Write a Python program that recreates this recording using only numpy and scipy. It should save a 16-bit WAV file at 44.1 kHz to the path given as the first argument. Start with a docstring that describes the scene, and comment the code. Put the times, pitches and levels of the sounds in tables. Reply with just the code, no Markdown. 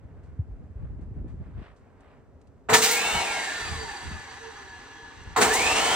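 """First a breeze thumps on the microphone while a wooden board slides and ticks on a saw table outdoors.
Then the table saw starts with a slam, runs for half a second, coasts down and is switched on again.
Each start jolts the gears and sets the steel stand ringing. The gears roar, the motor hums and sizzles,
the cooling fan whines higher as the speed climbs, and the spinning blade rings and shimmers."""
import sys
import numpy as np
from scipy import signal
from scipy.fft import rfft, irfft, next_fast_len
from scipy.io import wavfile
from scipy.ndimage import uniform_filter1d

SR = 44100
rng = np.random.default_rng(int(sys.argv[2]) if len(sys.argv) > 2 else 0)


def pcm_store(signal):
    """Save signal as 16-bit PCM."""
    levels = np.round(np.clip(np.atleast_2d(signal), -1, 1) * 32767)
    wavfile.write(sys.argv[1], SR, levels.astype(np.int16).T)


N = 262395
T = np.arange(N) / SR
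HZ = np.fft.rfftfreq(N, 1 / SR)

# When the motor has power. Each row: on and off in seconds, then what the load adds, in dB:
# gear roar, brush sizzle, change in the blade's ring, fan whine.
MOTOR_RUNS = [(2.687, 3.175, -38, -31.5, 3.5, -24), (5.361, 6.1, -24, -30, -7, -17.5)]
# Motor speed is always given as the pitch of its fan, in Hz.
TOP_HZ, FAN_CYCLES_PER_BLADE_TURN = 3510, 42.7


def amp(db):
    """Turns decibels into a gain."""
    return np.exp(np.asarray(db) * (np.log(10) / 20))


def unit(x):
    """Scales a sound so that the mean of its channels has an average strength (rms) of 1."""
    return x / np.sqrt(np.mean(np.atleast_2d(x).mean(0) ** 2) + 1e-20)


def curve(points, hz=HZ):
    """Joins rows of frequency and value into a curve over all frequencies."""
    f, value = np.transpose(points)
    return np.interp(np.log(hz + 1), np.log(f + 1), value)


def lift(resonances):
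    """The boost or cut in dB that a set of resonances gives each frequency."""
    return sum(db / (1 + (2 * (HZ - hz) / width) ** 2) for hz, width, db in resonances)


def ripple(size):
    """Random peaks and dips over frequency; a larger size makes them wider."""
    return unit(uniform_filter1d(rng.standard_normal(len(HZ)), size=size))


def coloured(x, spectrum_db):
    """Filters a sound with a gain in dB for each frequency."""
    size = next_fast_len(N + SR // 4, True)
    gain = amp(np.interp(np.fft.rfftfreq(size, 1 / SR), HZ, spectrum_db))
    return irfft(rfft(x, size) * gain, size)[..., :N]


def ramp(start, rise):
    """Climbs from 0 to 1 in rise seconds."""
    return np.clip((T - start) / rise, 0, 1)


def held(start, end, rise, fall):
    """A level that ramps up, holds until the end, and dies away."""
    return ramp(start, rise) * np.exp(-np.maximum(T - end, 0) / fall)


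def add(mix, start, sound):
    """Mixes a sound in at a start time in seconds."""
    part = mix[:, round(start * SR):][:, :sound.shape[1]]
    part += sound[:, :part.shape[1]]


def drift(hz):
    """A random wobble, in complex numbers, that changes up to about hz times a second."""
    t = np.linspace(0, T[-1], 16384)
    f = np.fft.fftfreq(len(t), t[1])
    wobble = np.fft.ifft(np.exp(2j * np.pi * rng.random(len(t))) / (1 + (f / hz) ** 4))
    return np.interp(T, t, wobble / wobble.std())


def wavering_tone(cycles, shake, shake_hz):
    """A tone whose strength and phase waver; shake runs from 0 (pure) to 1 (all wobble)."""
    wobble = drift(shake_hz)
    angle = np.float32(2 * np.pi * (cycles - np.floor(cycles) + rng.random()))
    steady = np.sqrt(1 - shake ** 2)
    return (steady + shake * wobble.real) * np.cos(angle) - shake * wobble.imag * np.sin(angle)


def noise(spectrum_db, count=N):
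    """Stereo noise of strength 1 with a given spectrum; it reaches the right side slightly earlier."""
    # How the microphone's two sides compare. Each row: frequency in Hz, then the value named.
    likeness = [(60, .42), (150, .42), (300, .8), (700, .7), (2000, .62), (4500, .5), (8000, .82),
                (15000, .8)]  # how alike they are, from 0 to 1
    balance = [(60, 0.0), (120, 0.43), (240, 0.9), (480, 0.75), (950, -1.1), (1890, -1.3), (3770, 1),
               (7520, -0.91), (15000, 0.0)]  # left minus right in dB
    left_lead = [(100, 0), (450, -.2), (1000, -.35), (3700, -1.1), (5700, -1.7), (8500, -1.8),
                 (13000, -1.1)]  # how far the left is ahead, in radians
    size = next_fast_len(count, True)
    f = np.fft.rfftfreq(size, 1 / SR)
    same, lean_db = np.clip(curve(likeness, f), 0, 1), curve(balance, f)
    common, separate = rng.standard_normal((2, len(f))) + 1j * rng.standard_normal((2, len(f)))
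    left = common * np.exp(1j * curve(left_lead, f)) * amp(lean_db / 2)
    right = (same * common + np.sqrt(1 - same ** 2) * separate) * amp(-lean_db / 2)
    gain = amp(np.interp(f, HZ, spectrum_db))
    return unit(irfft(np.array([left, right]) * gain, size)[:, :count])


def neighbourhood(level_db=-59):
    """The faint, steady, low rush of the surroundings."""
    # Each row: frequency in Hz, relative level in dB.
    spectrum = [(15, -49), (25, -65.5), (76, -9.5), (206, -11.5), (277, -3.5), (326, -16.5), (394, -7.5),
                (796, -19), (1700, -29), (3340, -43.5), (8140, -46), (10700, -57.5), (13600, -54.5),
                (16000, -75)]
    return amp(level_db) * noise(curve(spectrum))


def wind(calm_db=-58, lump_db=4.5):
    """Gusts buffet the microphone with a lumpy rumble; single swirls of air push and then pull on it."""
    # The rumble. Each row: frequency in Hz, relative level in dB.
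    spectrum = [(20, -18), (45, 2.5), (80, 5.5), (115, 0.5), (170, -7), (300, -16), (600, -31.5),
                (1500, -68), (4000, -115)]
    # Each row: start in seconds, length in seconds, level in dB.
    gusts = [(-.1, 0.76, -46.5), (0.47, 0.24, -45.5), (0.73, 0.89, -41), (2.138, 0.03, -51),
             (2.573, 0.25, -60), (2.803, 0.57, -63), (3.114, 0.059, -35.5), (3.589, 0.26, -40.5),
             (3.989, 0.16, -41), (5.11, 0.58, -50.5), (5.4, 0.67, -45.5)]
    # Each row: start in seconds, level in dB, rough length of the first push in seconds.
    swirls = [(0.391, -19.5, 0.0039), (0.513, -33, 0.0069), (0.755, -31, 0.0065), (0.993, -37, 0.0015),
              (1.11, -31, 0.0036), (1.244, -32, 0.0015), (1.26, -34, 0.0015), (1.615, -35.5, 0.0016),
              (3.152, -33, 0.0023), (4.111, -33, 0.0022)]
    gust_power = sum((amp(db) * held(start, start + length, rise=0.068, fall=0.03)) ** 2
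                     for start, length, db in gusts)
    level = np.sqrt(amp(calm_db) ** 2 + gust_power) * amp(lump_db * drift(20).real)
    out = level * noise(curve(spectrum))
    for start, db, length in swirls:
        age = np.arange(SR // 4) / SR / length
        pressure = np.sin(np.pi * age / (1 + age / 20)) * age / 2 * np.exp(1 - age / 2)
        add(out, start, amp(db) * pressure[None])
    return out


def board(slide_db=-4, swish_db=-4, grain_db=2, fast_db=-52):
    """Wood slides over the table in grainy strokes, brighter when fast, and ticks on the guide fence."""
    # Pushes of the board. Each row: middle in seconds, length in seconds, level in dB.
    strokes = [(0.173, 0.66, -63), (0.618, 0.23, -66.5), (0.844, 0.23, -61.5), (1.02, 0.12, -62.5),
               (1.177, 0.12, -63), (1.294, 0.09, -59), (1.456, 0.18, -59.5), (1.647, 0.22, -54),
               (1.656, 0.049, -60), (1.855, 0.2, -62.5), (2.084, 0.3, -58)]
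    # Light knocks. Each row: start in seconds, level in dB, fade in seconds.
    ticks = [(.233, -75.5, 0.042), (1.01, -77, .03), (1.28, -75.5, 0.062), (1.762, -73.5, 0.04),
             (2.006, -69, .008), (2.414, -67.5, .007), (2.471, -70, 0.0085), (5.236, -55, 0.0044)]
    # Plain sliding and a fast swish. Each row: frequency in Hz, relative level in dB.
    slide_spectrum = [(200, -4), (600, 17), (1700, 9.5), (2700, -1), (4500, -42), (8000, -15), (16000, -45)]
    swish_spectrum = [(400, 1.5), (1700, 5), (3000, -1), (5000, -14), (6500, -24), (16000, -53)]
    push = np.sqrt(sum(amp(db) ** 2 * np.exp(-2 * (2 * (T - middle) / length) ** 2)
                       for middle, length, db in strokes))
    grain = amp(grain_db * drift(120).real)
    pace = np.minimum(push / amp(fast_db), 1)
    slide = amp(slide_db) * noise(curve(slide_spectrum))
    swish = amp(swish_db) * pace * noise(curve(swish_spectrum))
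    tick_level = sum(amp(db) * held(start, start, 0.00057, fade) for start, db, fade in ticks)
    tick_noise = noise(curve([(500, 1), (2500, 9), (8500, 8), (16000, -35)]))
    return push * grain * (slide + swish) + tick_level * tick_noise


def yard_echoes(x, echo_db=-3, decay_s=0.1):
    """The direct sound plus scattered echoes from paving, walls and a canopy."""
    t = np.arange(SR // 2) / SR
    taps = rng.standard_normal((2, len(t))) * (rng.random((2, len(t))) < .04)
    taps *= (t > .002) * amp(-60 * t / decay_s)
    taps *= amp(echo_db) / np.linalg.norm(taps, axis=1, keepdims=True)
    taps[0, 2] += 1  # the direct sound reaches the left two samples late
    taps[1, 0] += 1
    return signal.oaconvolve(x[None], taps, axes=1)[:, :N] / np.sqrt(1 + amp(echo_db) ** 2)


def motor_speed(spin_up_s=.255, coast_s=.49, crawl_hz=255):
    """With power the speed climbs toward the top; without it, it sinks toward a crawl."""
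    speed = np.ones(N)
    for on, off, *_ in MOTOR_RUNS:
        for start, goal, lag in ((on, TOP_HZ, spin_up_s), (off, crawl_hz, coast_s)):
            after = T >= start
            gap = np.interp(start, T, speed) - goal
            speed[after] = goal + gap * np.exp((start - T[after]) / lag)
    return speed


def blade_turns(speed):
    """How many turns the blade has made so far."""
    return np.cumsum(speed / FAN_CYCLES_PER_BLADE_TURN) / SR


def effort(speed, top_db, halving_db, load_column, inrush_db):
    """A sound's strength: a part from spin, weaker each time speed halves, and a part from the load."""
    spin = amp(top_db + halving_db * np.log2(speed / TOP_HZ))
    load = sum(amp(run[load_column]) * held(run[0], run[1], 0.013, 0.0057) for run in MOTOR_RUNS)
    inrush = amp(inrush_db * (1.5 - speed / TOP_HZ))  # counts most at standstill
    return np.hypot(spin, load * inrush)


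def housing():
    """The boost or cut in dB that the saw's shell and table give to whatever shakes them."""
    # Each row: frequency in Hz, width in Hz, boost in dB.
    resonances = [(198.6, 10.8, 11.5), (258, 37, -1.5), (283, 31, 4.5), (377, 16, 3.5), (451.8, 11.3, 11),
                  (429, 11, 2), (543, 88, -9), (607, 4, 1.5), (756, 49, 7.5), (806.5, 17.4, 7.5),
                  (942.5, 16, 12.5), (1051, 18, 7), (1162, 45, 3.5), (1560, 13, -4), (1756, 37, 10.5),
                  (1890, 100, 5), (2790, 300, 1.5)]
    return lift(resonances)


def winding_hum(powered, speed, silent_hz=3900):
    """The motor's coils hum with the rush of starting current, less as it gathers speed."""
    # Each row: frequency in Hz, relative level in dB.
    harmonics = [(120, -55.5), (240, -48.5), (480, -36.5), (960, -46)]
    hum = sum(amp(db) * 2 * np.sin(2 * np.pi * hz * T) for hz, db in harmonics)
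    return powered * np.clip(1 - speed / silent_hz, 0, 1) * hum


def stand_ring(pitch_hz=443):
    """The kick of the motor leaves the steel stand ringing on one low note."""
    # Each row: start in seconds, level in dB, rise in seconds, fade in seconds.
    kicks = [(2.691, -27, 0.063, 0.093), (5.38, -32, 0.13, 0.048)]
    level = sum(amp(db) * held(start, start + rise, rise, fade) for start, db, rise, fade in kicks)
    return np.sqrt(2) * level * np.sin(2 * np.pi * pitch_hz * T)


def blade_air(speed, level_db=-32, at_speed_hz=3000, centre_hz=820):
    """Air torn by the teeth: a slightly lumpy rush that grows steeply with speed."""
    level = amp(level_db - 0.7 * drift(25).real) * (speed / at_speed_hz) ** 2.5
    return level * noise(-55 * np.log2((HZ + 1) / centre_hz) ** 2 + .5 * housing())


def sizzle(powered, speed, brush_db=-13.5, rim_db=-5.5, buzz_hz=120, grain_db=1.3):
    """The motor's brushes spark in time with the mains; slow coasting leaves the rim's duller hiss."""
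    # The hiss. Each row: frequency in Hz, relative level in dB.
    spectrum = [(2500, -19), (4000, 2.5), (4700, -1), (5400, -8), (7200, 4.5), (8500, 4.5), (10000, -19.5),
                (13000, -12), (16000, -11.5)]
    # Crowded resonances of the toothed rim, and gaps. Each row: frequency in Hz, width in Hz, boost in dB.
    rim_bands = [(3900, 400, 3), (4350, 150, -5), (4620, 120, 9), (5200, 450, -7), (5950, 450, 7),
                 (6450, 300, -13), (6850, 200, -4), (7750, 300, -6), (8750, 400, -6)]
    fast = np.clip(np.maximum(powered, (speed / 2600) ** 2), 0, 1)
    echo_db = 4.2 * ripple(size=300)
    buzz = 1 + 0.11 * powered * np.sin(2 * np.pi * buzz_hz * T)
    brushes = amp(brush_db) * buzz * noise(curve(spectrum) + .5 * lift(rim_bands) + echo_db)
    treble_cut_db = 8 * np.log2(np.maximum(HZ / 6000, 1))
    rim = amp(rim_db) * noise(curve(spectrum) + lift(rim_bands) + .5 * echo_db - treble_cut_db)
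    level = effort(speed, top_db=-26.5, halving_db=9.6, load_column=3, inrush_db=8)
    grain = amp(grain_db * drift(270).real)
    return level * grain * (np.sqrt(fast) * brushes + np.sqrt(1 - fast) * rim)


def rim_shimmer(speed, throb_db=4.2, throb_hz=15, shake=.92):
    """The teeth set the rim singing; each note swells and throbs as the blade passes its best speed."""
    # Each row: pitch at rest in Hz, cycles gained per turn, width in Hz, level in dB, best speed in Hz,
    # octaves of speed away from it at which the note is 6 dB weaker.
    notes = [(1485, 0, 25, -56, 520, 1), (1850, 0, 240, -46, 1500, .7), (2200, 0, 280, -43, 2000, .4),
             (2800, 0, 110, -63, 380, .7), (3300, 0, 100, -62, 360, .7), (3930, 0, 110, -51, 1700, .6),
             (4100, 0, 200, -63, 480, .8), (4600, 0, 55, -49.5, 1150, .92), (4700, 5, 70, -51, 1300, .6),
             (5650, 0, 60, -55, 1700, .75), (5910, 11, 140, -56, 720, 1.1), (7100, 0, 60, -50, 1350, .72),
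             (7480, 0, 80, -58, 1200, .7), (8200, 0, 200, -56, 1300, 1), (9100, 7, 90, -55, 1600, .9)]
    turns, out = blade_turns(speed), 0
    for hz, cycles, width, db, best_hz, reach in notes:
        swell_db = np.maximum(-6 * (np.log2(speed / best_hz) / reach) ** 2, -80)
        level = amp(db + swell_db + throb_db * drift(throb_hz).real)
        out += level * wavering_tone(hz * T + cycles * turns, shake, width)
    return out


def blade_ring(speed, shake=.6, shake_hz=7, main_hz=1690, echo_db=1.2):
    """Spin splits the disc's notes into forward and backward waves, whose pitches close up as it slows."""
    # Each row: pitch at rest in Hz, cycles gained per turn (minus means backward),
    # level at top speed in dB, dB lost each time the speed halves.
    waves = [(1497, -2, -36.5, 11), (1525, 2, -40, 8), (1716, -2, -42, 8), (1686, 0, -49, 4.5),
             (1686, 3, -41, 4.6), (1686, -3, -51, 3.2), (1686, 6, -56, 1.9), (1686, -6, -54, 3.5),
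             (1893, 6, -47, 5.6), (1893, -6, -49, 5), (2020, 3, -36.5, 9), (2018, -3, -47, 5.5),
             (2143, -2, -54, 4), (2800, -1.4, -45, 7.5), (3295, 4.5, -44, 8.5), (3295, -4.3, -48, 8),
             (3770, 4.8, -43, 10), (4000, -4, -46.5, 8)]
    turns, octaves = blade_turns(speed), np.log2(speed / TOP_HZ)
    ring = 0
    for hz, cycles, db, loss in waves:
        waver_hz = shake_hz * (hz / main_hz) ** 1.5  # higher notes waver faster
        ring += amp(db + loss * octaves) * wavering_tone(hz * T + cycles * turns, shake, waver_hz)
    load_db = sum(ring_db * held(on, off, 0.077, 0.025) for on, off, _, _, ring_db, _ in MOTOR_RUNS)
    return np.sqrt(2) * amp(load_db) * coloured(ring, echo_db * ripple(size=140))


def fan_whine(speed, clean=.18, smear_hz=90, echo_db=.8):
    """Fan and gear tones glide with the motor through the shell's resonances; swirling air blurs them."""
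    # One entry per tone: its multiple of the fan's pitch, and its relative level in dB.
    multiples = [.444, 1, 1.44, 2, 3, 4]
    levels_db = [-1.5, 2.5, -9, -4, -8.5, -10.5]
    # How well the saw gives off these tones. Each row: frequency in Hz, gain in dB.
    radiation = [(120, -40), (250, -20), (340, -16), (390, -13), (420, -8), (448, -1), (470, -4),
                 (495, -10), (540, -22), (680, -19), (745, -5), (810, -4), (880, 0), (945, 1), (1010, -7),
                 (1100, -7), (1190, -4.5), (1400, -4), (1800, 0), (2000, -1), (2300, 2), (2550, 0),
                 (2800, -1), (2950, -7), (3150, -3.5), (3400, -6), (4500, -6), (7000, -13), (12000, -24)]
    cycles = np.cumsum(speed) / SR
    flow_time = np.cumsum((speed / 2000) ** 1.3) / SR  # swirls pass faster as the fan speeds up
    tones = 0
    for multiple, db in zip(multiples, levels_db):
        smear = np.interp(flow_time, T, drift(smear_hz * multiple ** .7))
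        tones += amp(db) * ((clean / multiple + smear) * np.exp(2j * np.pi * multiple * cycles)).real
    # The inrush is a cut here: the fan moves little air until it is up to speed.
    level = effort(speed, top_db=-33.5, halving_db=4.5, load_column=5, inrush_db=-15)
    return level * coloured(tones, curve(radiation) + .5 * housing() + echo_db * ripple(size=600))


def gear_roar(speed, fast_db=-2, slow_db=-3.5, fast_hz=2100, pulse_depth=0.017, flutter_db=1.5):
    """Gear teeth and fan air roar in the shell, pulsing faintly with each blade turn; thinner when slow."""
    # Fast and slow running. Each row: frequency in Hz, relative level in dB.
    fast_spectrum = [(90, -72), (150, -17), (340, -6), (460, -0.5), (560, 2), (920, -6), (1480, -8.5),
                     (2270, -3), (4300, -10.5), (7900, -11), (10000, -17.5), (13000, -93), (16000, -36)]
    slow_spectrum = [(120, -34), (200, -19), (360, -6), (460, -5), (650, -21), (800, -3.5), (1400, -6),
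                     (1700, -6.5), (2300, -9.5), (4100, -15), (6500, -19.5), (11000, -99)]
    fast = np.clip(speed / fast_hz, 0, 1) ** 2
    roar = np.sqrt(fast) * amp(fast_db) * noise(curve(fast_spectrum) + housing())
    whirr = np.sqrt(1 - fast) * amp(slow_db) * noise(curve(slow_spectrum) + housing())
    pulse = 1 + pulse_depth * np.sin(2 * np.pi * blade_turns(speed))
    flutter = amp(flutter_db * drift(37).real)
    level = effort(speed, top_db=-28, halving_db=5.61, load_column=2, inrush_db=-3)
    return level * (roar + whirr) * pulse * flutter


def jolts_and_bites(rattle_db=2):
    """The gears take up their slack with a thud, then the blade and its clamp clatter and scrape; later, brief
    swells near 800 Hz mark the board biting the spinning blade."""
    # Each row: start in seconds, level in dB, rise and fade in seconds, centre in Hz, spread in octaves.
    jolts = [(2.687, -19.5, 0.011, 0.077, 880, 1.13), (2.7, -32.5, 0.037, 0.029, 84, 0.99),
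             (2.706, -23.5, 0.024, 0.063, 450, 0.7), (2.728, -12.5, 0.018, 0.018, 1600, 1.08),
             (2.731, -17.5, 0.014, 0.044, 7900, 1.33), (2.817, -18.5, 0.014, 0.09, 6100, 2.24),
             (2.908, -25, 0.011, 0.033, 11120, 0.68), (5.361, -20, 0.0019, 0.13, 1020, 0.85),
             (5.364, -38, 0.023, 0.018, 85, 1.3), (5.371, -21.5, 0.031, 0.083, 421, 0.59),
             (5.41, -16, 0.014, 0.024, 1410, 1.55), (5.408, -23, 0.014, 0.033, 8800, 0.82),
             (5.53, -25.5, 0.0079, 0.038, 8560, 0.68), (5.68, -32.5, 0.02, 0.045, 800, 0.33),
             (5.89, -26, 0.027, 0.026, 835, 0.41)]
    # Clashing metal. Each row: frequency in Hz, relative level in dB.
    spectrum = [(50, -37), (100, 18), (330, -13.5), (440, -5.5), (560, -12.5), (1450, -13), (1760, -13.5),
                (2130, -11), (8100, -14), (12500, -23.5), (16000, -23.5)]
    shell_db = curve(spectrum) + housing() + 2 * ripple(size=450)
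    out, t = np.zeros((2, N)), np.arange(SR) / SR
    for start, db, rise, fade, hz, spread in jolts:
        shape = np.minimum(t / rise, 1) ** 0.6 * np.exp(-np.maximum(t - rise, 0) / fade)
        band_db = -6 * (np.log2((HZ + 1) / hz) / spread) ** 2
        add(out, start, amp(db) * shape * noise(shell_db + band_db, count=SR))
    return out * amp(rattle_db * (drift(700).real - 0.64))


def table_saw():
    """One motor speed drives all the running sounds; jolts and the stand's ring mark each start."""
    speed = motor_speed()
    powered = sum(ramp(on, 0.012) * (1 - ramp(off, 0.0066)) for on, off, *_ in MOTOR_RUNS)
    tones = yard_echoes(fan_whine(speed) + blade_ring(speed) + rim_shimmer(speed))
    rush = gear_roar(speed) + blade_air(speed) + sizzle(powered, speed)
    running = tones + rush + winding_hum(powered, speed)
    started = ramp(MOTOR_RUNS[0][0] - .006, .02) ** 2  # silent until the first start
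    return started * running + jolts_and_bites() + stand_ring()


def scene():
    """Saw, board and breeze over the quiet of the neighbourhood."""
    return table_saw() + board() + wind() + neighbourhood()


def record(dry, notch_hz=11250, notch_width_hz=880, notch_db=-50, top_hz=15850):
    """The microphone has a deep, narrow dip in the high treble, and the very top is cut off."""
    heard = coloured(dry, notch_db * np.exp(-((HZ - notch_hz) / notch_width_hz) ** 4))
    low_pass = signal.firwin(511, top_hz, window=("kaiser", 9), fs=SR)
    return signal.oaconvolve(heard, low_pass[None], "same")


dry = scene()
out = record(dry)
pcm_store(out)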